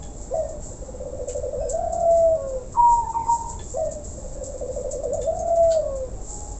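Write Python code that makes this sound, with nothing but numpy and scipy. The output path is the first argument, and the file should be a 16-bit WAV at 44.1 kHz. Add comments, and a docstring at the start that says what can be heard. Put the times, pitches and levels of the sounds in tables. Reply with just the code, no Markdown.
"""Under a tiled roof, a caged dove coos twice: a short note, a purring trill, a long swell, a low ending.
Its inflated throat resonates in a nearly pure tone, which flutter modulates in level and pitch.
A smaller dove answers higher and far birds call. Cage wire and wood ring at their natural modes,
something dry rustles and ticks close by, and the shelter adds echoes and standing waves.
The low rumble of distant traffic and breeze lies under it all."""
import sys
import numpy as np
from scipy import signal
from scipy.io import wavfile
from scipy.ndimage import uniform_filter1d

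SR = 44100
rng = np.random.default_rng(int(sys.argv[2]) if len(sys.argv) > 2 else 0)


def digitize_waveform(pressure):
    """Quantize a signal to 16-bit integers and store it at the path in sys.argv[1].

    Rows of a 2-D input are taken as channels; values are limited to [-1, 1].
    """
    field = np.atleast_2d(pressure).T
    bounded = np.clip(field, -1, 1)
    quanta = np.round(bounded * 32767).astype(np.int16)
    wavfile.write(sys.argv[1], SR, quanta)


N = 290611

# spectrum of the outdoor rumble: (frequency [Hz], relative density [dB])
RUMBLE_SPECTRUM = [(8.8, -35.5), (15, 4.5), (81, -3.5), (145, -13), (183, -12.5), (220, -14.5),
                   (414, -16.5), (466, -14.5), (536, -23.5), (588, -15.5), (761, -24.5), (836, -21.5),
                   (896, -27), (1370, -37), (4000, -57), (5200, -70.5), (8800, -120)]
# low hums in the rumble: (frequency [Hz], bandwidth [Hz], level [dB])
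HUM_BANDS = [(46, 3, -44), (66, 6, -46)]
# far birds and thin squeaks: (time [s], duration [s], start pitch [Hz], end pitch [Hz], level [dB],
# second harmonic level [dB], pitch wander [Hz])
FAR_CALLS = [(0, .12, 810, 800, -50, -80, 15), (1.58, .36, 1560, 1540, -63, -80, 50),
             (2.36, .28, 1410, 1400, -61, -80, 15), (1.595, .065, 2565, 2565, -63, -53, 8),
             (1.665, .035, 2565, 2565, -66, -58, 8), (3.23, .1, 2500, 2500, -72, -67, 20),
             (3.12, .16, 2550, 1950, -62, -80, 150), (3.03, .05, 1700, 1800, -57, -80, 40),
             (6.14, .09, 760, 760, -51, -80, 10), (6.28, .3, 835, 825, -52, -80, 10)]
# taps on cage wire: (time [s], level [dB], ring pitch [Hz])
WIRE_TAPS = [(.026, -45, 3402), (3.591, -43, 3467), (5.2154, -44, 3542)]
# modes of the wire: (frequency [multiple of ring pitch], gain [dB], 60 dB decay time [s])
WIRE_MODES = [(.5, -5, .1), (.67, -14, .08), (.93, -15, .1), (.992, -7, .15), (1, -2, .15),
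              (1.009, -11, .36), (1.21, -11, .1), (1.46, -11, .12), (2.0, -5, .2)]
# swishes and crackles: (peak time [s], level [dB], 20 dB rise time [s], 60 dB decay time [s])
RUSTLE_STROKES = [(.03, -47, .03, .5), (.235, -44, .2, .5), (.355, -46, .04, .7), (.492, -42, .01, .2),
                  (.64, -39, .05, .8), (.86, -48, .03, .3), (1.287, -35, .013, .4), (1.368, -42, .01, .15),
                  (1.697, -29.5, .008, .22), (1.93, -36, .012, .22), (2.0, -42, .01, .2),
                  (2.11, -43, .01, .2), (2.18, -42, .1, .3), (2.49, -47, .03, .4), (2.725, -43, .01, .2),
                  (2.93, -38, .1, .5), (3.1, -42, .015, .25), (3.325, -34.5, .08, .6), (3.5, -37, .05, .4),
                  (3.64, -43, .03, .15), (3.705, -38.5, .12, .7), (3.852, -41, .01, .12),
                  (3.915, -37.5, .008, .3), (4.045, -41, .02, 1.8), (4.34, -45, .03, .15),
                  (4.441, -35.5, .012, .4), (4.582, -43, .015, .2), (4.77, -44, .2, .6),
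                  (4.912, -32.5, .005, .25), (5.037, -43, .015, .15), (5.138, -42, .01, .2),
                  (5.23, -41, .04, .2), (5.37, -45, .06, .2), (5.392, -43, .006, .15),
                  (5.49, -43, .04, .15), (5.56, -41, .007, .15), (5.632, -44, .015, .4),
                  (5.722, -37, .05, .3), (5.96, -44, .01, .15), (6.31, -36.5, .13, 1.3),
                  (6.52, -42, .01, .15)]
# spectra of soft and hard rustling: (frequency [Hz], relative density [dB])
SOFT_SPECTRUM = [(1470, -52.5), (2500, -41.5), (3090, -35), (3570, -11.5), (3950, -17), (5890, -10.5),
                 (7030, -4), (7540, 6), (7880, -11), (8290, -17), (10800, -43), (18200, -120)]
HARD_SPECTRUM = [(1470, -68.5), (2500, -39), (3240, -30.5), (5890, -11.5), (7420, 6), (7810, 0),
                 (8290, -19.5), (10800, -47), (18200, -120)]
# thin rings in the rustle: (frequency [Hz], bandwidth [Hz], gain [dB])
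RUSTLE_RINGS = [(7500, 50, -3), (7720, 40, -6)]
# starts of the large dove's coos: (time [s], gain [dB])
COO_STARTS = [(.305, 0), (3.735, 0)]
# each coo's rising pickup and short sagging note: (time into the coo [s], pitch [Hz], level [dB])
PICKUP_CONTOUR = [(0, 475, -36), (.016, 505, -27), (.035, 560, -25)]
SHORT_CONTOUR = [(.03, 540, -24), (.04, 660, -25), (.1, 626, -25.5), (.15, 608, -26), (.2, 599, -33),
                 (.28, 592, -44)]
# knocks on cage wood: (time [s], burst level [dB], centre [Hz], 60 dB decay time [s], ring level [dB])
WOOD_KNOCKS = [(.6173, -49.5, 1380, .13, -62), (.971, -53.5, 1310, .09, -66), (1.289, -41, 2700, .14, -50),
               (3.5223, -48, 1420, .11, -60), (5.561, -43.5, 1630, .06, -62), (5.6337, -46, 1340, .16, -58),
               (5.703, -35, 4200, .08, -45), (5.714, -30, 4300, .15, -37), (6.125, -54, 1830, .09, -66)]
# modes of the wood: (frequency [Hz], gain [dB], 60 dB decay time [s])
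WOOD_MODES = [(1405, -6, .25), (1500, -4, .15), (3100, -8, .06), (4200, -7, .1), (4447, -7, .16),
              (4635, -9, .22)]
# puffs of the trill: (time [s], level [dB], duration [s], end pitch [Hz])
TRILL_PUFFS = [(.701, -41, .03, 540), (.816, -37, .03, 540), (.881, -37, .03, 560), (.937, -35, .036, 540),
               (.999, -33, .045, 540), (1.053, -32, .058, 530), (1.123, -34, .04, 620),
               (1.19, -30, .062, 535), (1.272, -29, .056, 535), (1.347, -28, .062, 545),
               (1.429, -28, .074, 555), (1.526, -29, .1, 700), (1.635, -29, .1, 630),
               (4.176, -41, .034, 640), (4.242, -36, .032, 560), (4.309, -44, .035, 640),
               (4.354, -38, .038, 660), (4.409, -31, .036, 560), (4.474, -35, .04, 670),
               (4.538, -33, .035, 560), (4.609, -29, .062, 540), (4.682, -28, .04, 560),
               (4.76, -28, .064, 545), (4.843, -28, .062, 580), (4.928, -30, .084, 610),
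               (5.032, -27, .122, 720), (5.172, -29, .105, 650)]
# long swelling notes, one list each: (time [s], pitch [Hz], level [dB], flutter depth [0-1])
LONG_CONTOURS = [
    [(1.73, 646, -24, .1), (1.765, 660, -21, .15), (1.79, 684, -29, .7), (1.87, 672, -28, .75),
     (1.98, 680, -28, .75), (2.035, 674, -23, .6), (2.06, 671, -18.5, .1), (2.09, 671, -15, .05),
     (2.18, 669, -15.5, .05), (2.255, 660, -13, .07), (2.3, 651, -15, .05), (2.33, 648, -19.5, .05),
     (2.344, 640, -27, .05), (2.353, 630, -23, .1), (2.365, 620, -28, .1)],
    [(5.27, 648, -21, .05), (5.305, 660, -18, .05), (5.325, 692, -30, .6), (5.42, 680, -29, .8),
     (5.45, 680, -27, .5), (5.462, 680, -21, .1), (5.473, 680, -28, .1), (5.485, 680, -19, .1),
     (5.498, 678, -30, .1), (5.51, 673, -17, .1), (5.545, 672, -18, .1), (5.56, 674, -34, .1),
     (5.575, 673, -15, .05), (5.63, 668, -14.5, .03), (5.7, 659, -14.5, .05), (5.735, 652, -18, .03),
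     (5.75, 648, -16, .03), (5.762, 635, -32, .03), (5.774, 622, -18, .03), (5.786, 618, -19, .03),
     (5.8, 612, -13, .03), (5.81, 610, -15, .03), (5.822, 606, -18, .05), (5.845, 598, -36, .1)],
]
# low endings of the coos: (time [s], duration [s], start pitch [Hz], end pitch [Hz], level [dB])
LOW_ENDINGS = [(2.355, .28, 556, 492, -28), (5.815, .275, 560, 497, -28)]
# hoarse catches that open the small dove's louder notes: (time [s], level [dB])
THROAT_CATCHES = [(2.741, -36), (3.127, -41), (3.255, -45)]
# the small dove's notes, one list each: (time [s], pitch [Hz], level [dB])
PIPING_CONTOURS = [
    [(2.762, 925, -32), (2.785, 945, -17), (2.804, 958, -11), (2.818, 953, -16), (2.84, 951, -13),
     (2.9, 948, -14), (2.94, 944, -13), (2.968, 942, -23), (2.992, 942, -18), (3.022, 930, -32),
     (3.036, 890, -29), (3.062, 880, -38)],
    [(3.062, 900, -36), (3.073, 905, -28), (3.083, 908, -36), (3.095, 912, -25), (3.11, 900, -36),
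     (3.135, 900, -42)],
    [(3.138, 905, -36), (3.15, 918, -29), (3.173, 928, -20), (3.185, 915, -31), (3.2, 915, -28),
     (3.222, 915, -30), (3.238, 895, -39), (3.265, 905, -40)],
    [(3.265, 905, -38), (3.285, 925, -25), (3.3, 940, -15), (3.312, 938, -19), (3.326, 936, -16),
     (3.36, 933, -24), (3.378, 930, -37), (3.405, 925, -28), (3.42, 915, -37), (3.435, 928, -34),
     (3.49, 930, -41), (3.61, 925, -50)],
]
# thin ticks, as of seed husks cracking: (time [s], level [dB], centre [Hz], 60 dB decay time [s])
DRY_TICKS = [(5.133, -36, 6960, .12), (5.215, -39, 7220, .2), (5.391, -39, 6550, .12),
             (5.559, -41, 6700, .05), (5.958, -43, 7630, .05)]
# standing waves between roof, wall and floor: (frequency [Hz], gain [dB], nominal decay time [s])
SHELTER_MODES = [(497, 0, 0.24), (534, -9, 0.33), (575, 0, 0.19), (615, -5, .45), (663, -11.5, 0.43),
                 (699.3, -7.5, 0.35), (840, -10, .5), (933, -4, 0.53), (955, -4, 0.8)]
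# early reflections: (delay [s], gain [dB])
REFLECTIONS = [(.004, -17.5), (.011, -4), (.019, -9), (.031, -11.5)]


def gain_of(db):
    """Amplitude grows tenfold for every 20 decibels."""
    return 10 ** (np.asarray(db) / 20)


def unit_rms(x):
    """Normalisation to a mean power of one."""
    return x / np.sqrt(np.mean(x ** 2) + 1e-20)


def spectrum_at(points, hz):
    """Interpolation of a spectrum on a logarithmic frequency axis."""
    frequencies, db = np.transpose(points)
    return np.interp(np.log(hz + 1), np.log(frequencies + 1), db)


def contour(rows):
    """Linear interpolation of a note: its start time, then each column sample by sample."""
    times, *columns = np.transpose(rows)
    t = np.arange(times[0], times[-1], 1 / SR)
    return times[0], *(np.interp(t, times, column) for column in columns)


def mix(*sources):
    """Superposition: the (start time, sound) pairs of all sources add linearly."""
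    out = np.zeros(N)
    for source in sources:
        for start, sound in source:
            part = out[round(start * SR):][:len(sound)]
            part += sound[:len(part)]
    return out


def resonate(x, hz, width_hz):
    """A resonance of unit gain: the band is shifted to zero frequency, smoothed and shifted back."""
    carrier = np.exp(2j * np.pi * np.cumsum(np.full(len(x), hz)) / SR)
    pole = np.exp(-np.pi * width_hz / SR)
    return 2 * (carrier * signal.lfilter([1 - pole], [1, -pole], x / carrier)).real


def damped_modes(modes, t):
    """Free vibration is a sum of exponentially decaying sinusoids."""
    return sum(gain_of(db - 60 * t / t60) * np.sin(2 * np.pi * hz * t) for hz, db, t60 in modes)


def tone(hz, *levels_db, fade_s=.008):
    """A harmonic series on one pitch curve, tapered at both ends."""
    phase = 2 * np.pi * np.cumsum(hz) / SR
    wave = sum(gain_of(db) * np.sin(k * phase) for k, db in enumerate(levels_db, 1))
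    return np.sqrt(2) * wave * signal.windows.tukey(len(hz), min(1, 2 * fade_s * SR / len(hz)))


def shaped_noise(shape_db, size):
    """Fourier synthesis from random short-time spectra whose level is shape_db(hz, times)."""
    frames, hz = 4 * N // size + 5, np.fft.rfftfreq(size, 1 / SR)
    real, imaginary = rng.standard_normal((frames, len(hz), 2)).T
    times = np.arange(frames) * size / 4 / SR
    spectra = (real + 1j * imaginary) * gain_of(shape_db(hz[:, None], times))
    return signal.istft(spectra, nperseg=size, noverlap=3 * size // 4)[1][:N]


def outdoor_rumble():
    """Distant traffic and breeze: broadband noise heavy in the bass, with wavering narrowband hums."""
    def colour(hz, times):
        patches = rng.standard_normal((len(times), len(hz))).T
        patches = uniform_filter1d(uniform_filter1d(patches, 8, axis=0), 8, axis=1)
        return spectrum_at(RUMBLE_SPECTRUM, hz) + 1.5 * unit_rms(patches)
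    hum = sum(gain_of(db) * unit_rms(resonate(rng.standard_normal(N), hz, width))
              for hz, width, db in HUM_BANDS)
    return gain_of(-35.7) * unit_rms(shaped_noise(colour, size=2048)) + hum


def far_birds():
    """Random frequency modulation blurs each faint, gliding whistle."""
    for start, duration, start_hz, end_hz, db, second_db, wander_hz in FAR_CALLS:
        wander = unit_rms(uniform_filter1d(rng.standard_normal(SR), 250))[:round(duration * SR)]
        hz = np.linspace(start_hz, end_hz, len(wander)) + wander_hz * wander
        yield start, tone(hz, db, second_db, fade_s=.025)


def wire_clinks():
    """Tapped wire rings at inharmonic modes; modulation by noise roughens the ring into a clack."""
    t, rise_s = np.arange(SR // 2) / SR, .003
    for start, db, hz in WIRE_TAPS:
        ring = damped_modes([(ratio * hz, mode_db, t60) for ratio, mode_db, t60 in WIRE_MODES], t)
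        roughness = 1 + rng.standard_normal(len(t))
        yield start, gain_of(db) * ring * np.minimum(t / rise_s, 1) * roughness


def rustle():
    """Incoherent strokes of fine dry grains add in power; the louder a stroke, the more its hiss takes on a
    harder colour."""
    rest_db = -52
    soft_db, hard_db = -56, -37  # levels at which each spectrum holds
    t = np.arange(N) / SR
    power = gain_of(rest_db) ** 2
    for peak, db, rise_s, t60 in RUSTLE_STROKES:
        power += gain_of(db + np.minimum(20 * (t - peak) / rise_s, -60 * (t - peak) / t60)) ** 2

    def colour(hz, times):
        level_db = np.interp(times, t, 10 * np.log10(power))
        hardness = np.clip((level_db - soft_db) / (hard_db - soft_db), 0, 1.2)
        return (1 - hardness) * spectrum_at(SOFT_SPECTRUM, hz) + hardness * spectrum_at(HARD_SPECTRUM, hz)
    hiss = shaped_noise(colour, size=256)
    hiss += sum(gain_of(db) * resonate(hiss, hz, width) for hz, width, db in RUSTLE_RINGS)
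    hiss /= np.sqrt(uniform_filter1d(hiss ** 2, 4000))  # the strokes alone set the loudness
    spikes = rng.exponential(1, N) ** 2 - 2
    grain_db = 1.37 * unit_rms(uniform_filter1d(uniform_filter1d(spikes, 60), 40))
    return hiss * np.sqrt(power) * unit_rms(gain_of(grain_db))


def throat_tone(hz, db, second_db, third_db, flutter):
    """The inflated throat hums one tone; uneven flutter modulates its amplitude and frequency."""
    flutter_hz, rate_wander, pitch_swing = 40, .12, .018
    grain = round(.006 * SR)
    rasp = uniform_filter1d(uniform_filter1d(rng.standard_normal(SR), grain), grain)
    rasp = .6 * unit_rms(rasp)[:len(hz)]
    drift = unit_rms(uniform_filter1d(rng.standard_normal(SR), 3000))[:len(hz)]
    phase = 2 * np.pi * np.cumsum(flutter_hz * (1 + rate_wander * drift)) / SR
    depth = np.clip(flutter, 0, 1)
    throb = depth * (np.sin(phase) - .4 * np.sin(2 * phase) + rasp)  # swells slowly, drops fast
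    bend = pitch_swing * depth * (rasp - np.cos(phase))  # pitch rises through each throb
    overtone_db = db.max() + .4 * (db - db.max())  # overtones vary less than the fundamental
    return tone(hz * (1 + bend), db, overtone_db + second_db, overtone_db + third_db) * (1 + throb)


def coo_openings():
    """A rising glide breaks into a short sagging note as the modulation deepens."""
    for start, gain_db in COO_STARTS:
        delay, hz, db = contour(PICKUP_CONTOUR)
        yield start + delay, throat_tone(hz, db + gain_db, second_db=-28, third_db=-50, flutter=.15)
        delay, hz, db = contour(SHORT_CONTOUR)
        yield start + delay, throat_tone(hz, db + gain_db, second_db=-46, third_db=-43, flutter=.45)


def wood_knocks():
    """An impact on cage wood gives a burst of band noise and excites briefly ringing modes."""
    t, rise_s = np.arange(SR // 2) / SR, .005
    ring = damped_modes(WOOD_MODES, t)
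    for start, db, hz, t60, ring_db in WOOD_KNOCKS:
        band = unit_rms(resonate(rng.standard_normal(len(t)), hz, width_hz=1200))
        burst = gain_of(db - 7 - 60 * t / t60) * band  # rms starts 7 dB under the burst level
        yield start, (burst + gain_of(ring_db) * ring) * np.minimum(t / rise_s, 1)


def trill():
    """Pulsed airflow makes the purr: in each puff the pitch drops fast, rests low, then climbs."""
    top_hz, low_hz, sag_hz_per_s, lead_s = 650, 515, 450, .002
    for beat, db, duration, end_hz in TRILL_PUFFS:
        t = np.arange(0, duration, 1 / SR)
        rest_hz = low_hz - sag_hz_per_s * duration  # longer puffs rest lower
        fall_hz = (top_hz - rest_hz) * np.exp(-(t / (.22 * duration)) ** 2)
        climb_hz = (end_hz - rest_hz) * (t / duration) ** 3.6
        hz = rest_hz + fall_hz + climb_hz
        pouch_db = -.7 + .04 * (hz - low_hz)  # the throat pouch sounds best high up
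        onset_db = -6 * np.exp(-t / .01)
        push_db = 3.5 * np.exp(-((t - .015) / .006) ** 2)  # the first push of air stands out
        level_db = db + pouch_db + onset_db + push_db
        yield beat - lead_s, throat_tone(hz, level_db, second_db=-42, third_db=-58, flutter=.22)


def long_notes():
    """Deep modulation settles as each note swells into an almost sinusoidal tone."""
    for rows in LONG_CONTOURS:
        start, hz, db, flutter = contour(rows)
        yield start, throat_tone(hz, db, second_db=-47, third_db=-59, flutter=flutter)


def coo_endings():
    """A steepening downward glide swells and dies, its overtones fading ahead of the tone's end."""
    for start, duration, start_hz, end_hz, db in LOW_ENDINGS:
        progress = np.arange(0, duration, 1 / SR) / duration
        hz = start_hz + (end_hz - start_hz) * progress ** 1.5
        level_db = db - 8 * (1 - progress) ** 3 - 14 * progress ** 8
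        dull_db = -10 * progress ** 3
        yield start, throat_tone(hz, level_db, dull_db - 23, dull_db - 44, flutter=.12)


def throat_catches():
    """Breath noise, narrowed by resonance, clicks in the small dove's throat before a note locks in."""
    centre_hz = 1070
    for start, db in THROAT_CATCHES:
        breath = resonate(rng.standard_normal(1200), centre_hz, width_hz=160)
        burst = resonate(breath, centre_hz, width_hz=300) * signal.windows.tukey(len(breath), .5)
        yield start, gain_of(db) * unit_rms(resonate(burst, centre_hz, width_hz=500))


def small_dove():
    """A higher throat tone, clear when loud and more deeply modulated the softer it gets."""
    firm_db, flutter_per_db = -21, .04
    for rows in PIPING_CONTOURS:
        start, hz, db = contour(rows)
        flutter = .04 + flutter_per_db * np.maximum(firm_db - db, 0)
        yield start, throat_tone(hz, db, second_db=-63, third_db=-76, flutter=flutter)


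def dry_ticks():
    """Sharp transients: narrow bands of treble noise start at once and decay exponentially."""
    t = np.arange(SR // 2) / SR
    for start, db, hz, t60 in DRY_TICKS:
        band = resonate(rng.standard_normal(len(t)), hz, width_hz=500)
        snap = unit_rms(resonate(band, hz, width_hz=1000))
        yield start, gain_of(db - 60 * t / t60) * snap


def shelter(x):
    """Reflection gives a repeating roof-to-floor slap, early echoes, standing waves and a diffuse tail."""
    trip_s, trip_db, tail_db, tail_t60 = .012, -8, -13, .55
    slaps = [(trip * trip_s, trip * trip_db) for trip in range(1, 10)]
    echoes = mix((delay, gain_of(db) * x) for delay, db in slaps + REFLECTIONS)
    standing = sum((-1) ** k * gain_of(db) * resonate(x, hz, 2.43 / decay_s)
                   for k, (hz, db, decay_s) in enumerate(SHELTER_MODES))
    t = np.arange(SR) / SR
    scatter = rng.choice([-1., 1.], SR) * (rng.random(SR) < .05)
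    response = scatter * gain_of(-60 * t / tail_t60) * (t > .02)
    tail = signal.fftconvolve(x, response / np.linalg.norm(response))[:N]
    return x + echoes + standing + gain_of(tail_db) * tail


def scene():
    """Direct and reflected sound of birds and cage superpose on the rustle and rumble."""
    piping = mix(small_dove())
    birds = mix(coo_openings(), long_notes(), coo_endings(), trill(), throat_catches(), far_birds())
    cage = mix(wire_clinks(), wood_knocks(), dry_ticks())
    # the small dove hangs near the open side, so less of its voice is reflected
    sheltered = gain_of(-1.5) * shelter(birds + cage + gain_of(-7) * piping)
    return (sheltered + gain_of(-2.5) * piping + rustle() + outdoor_rumble())[None]


def record(dry):
    """The microphone's limited bandwidth acts as a steep low-pass filter."""
    cutoff_hz = 8440
    low_pass = signal.firwin(511, cutoff_hz, window=("kaiser", 9), fs=SR)
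    return signal.oaconvolve(dry, low_pass[None], "same")


dry = scene()
out = record(dry)
digitize_waveform(out)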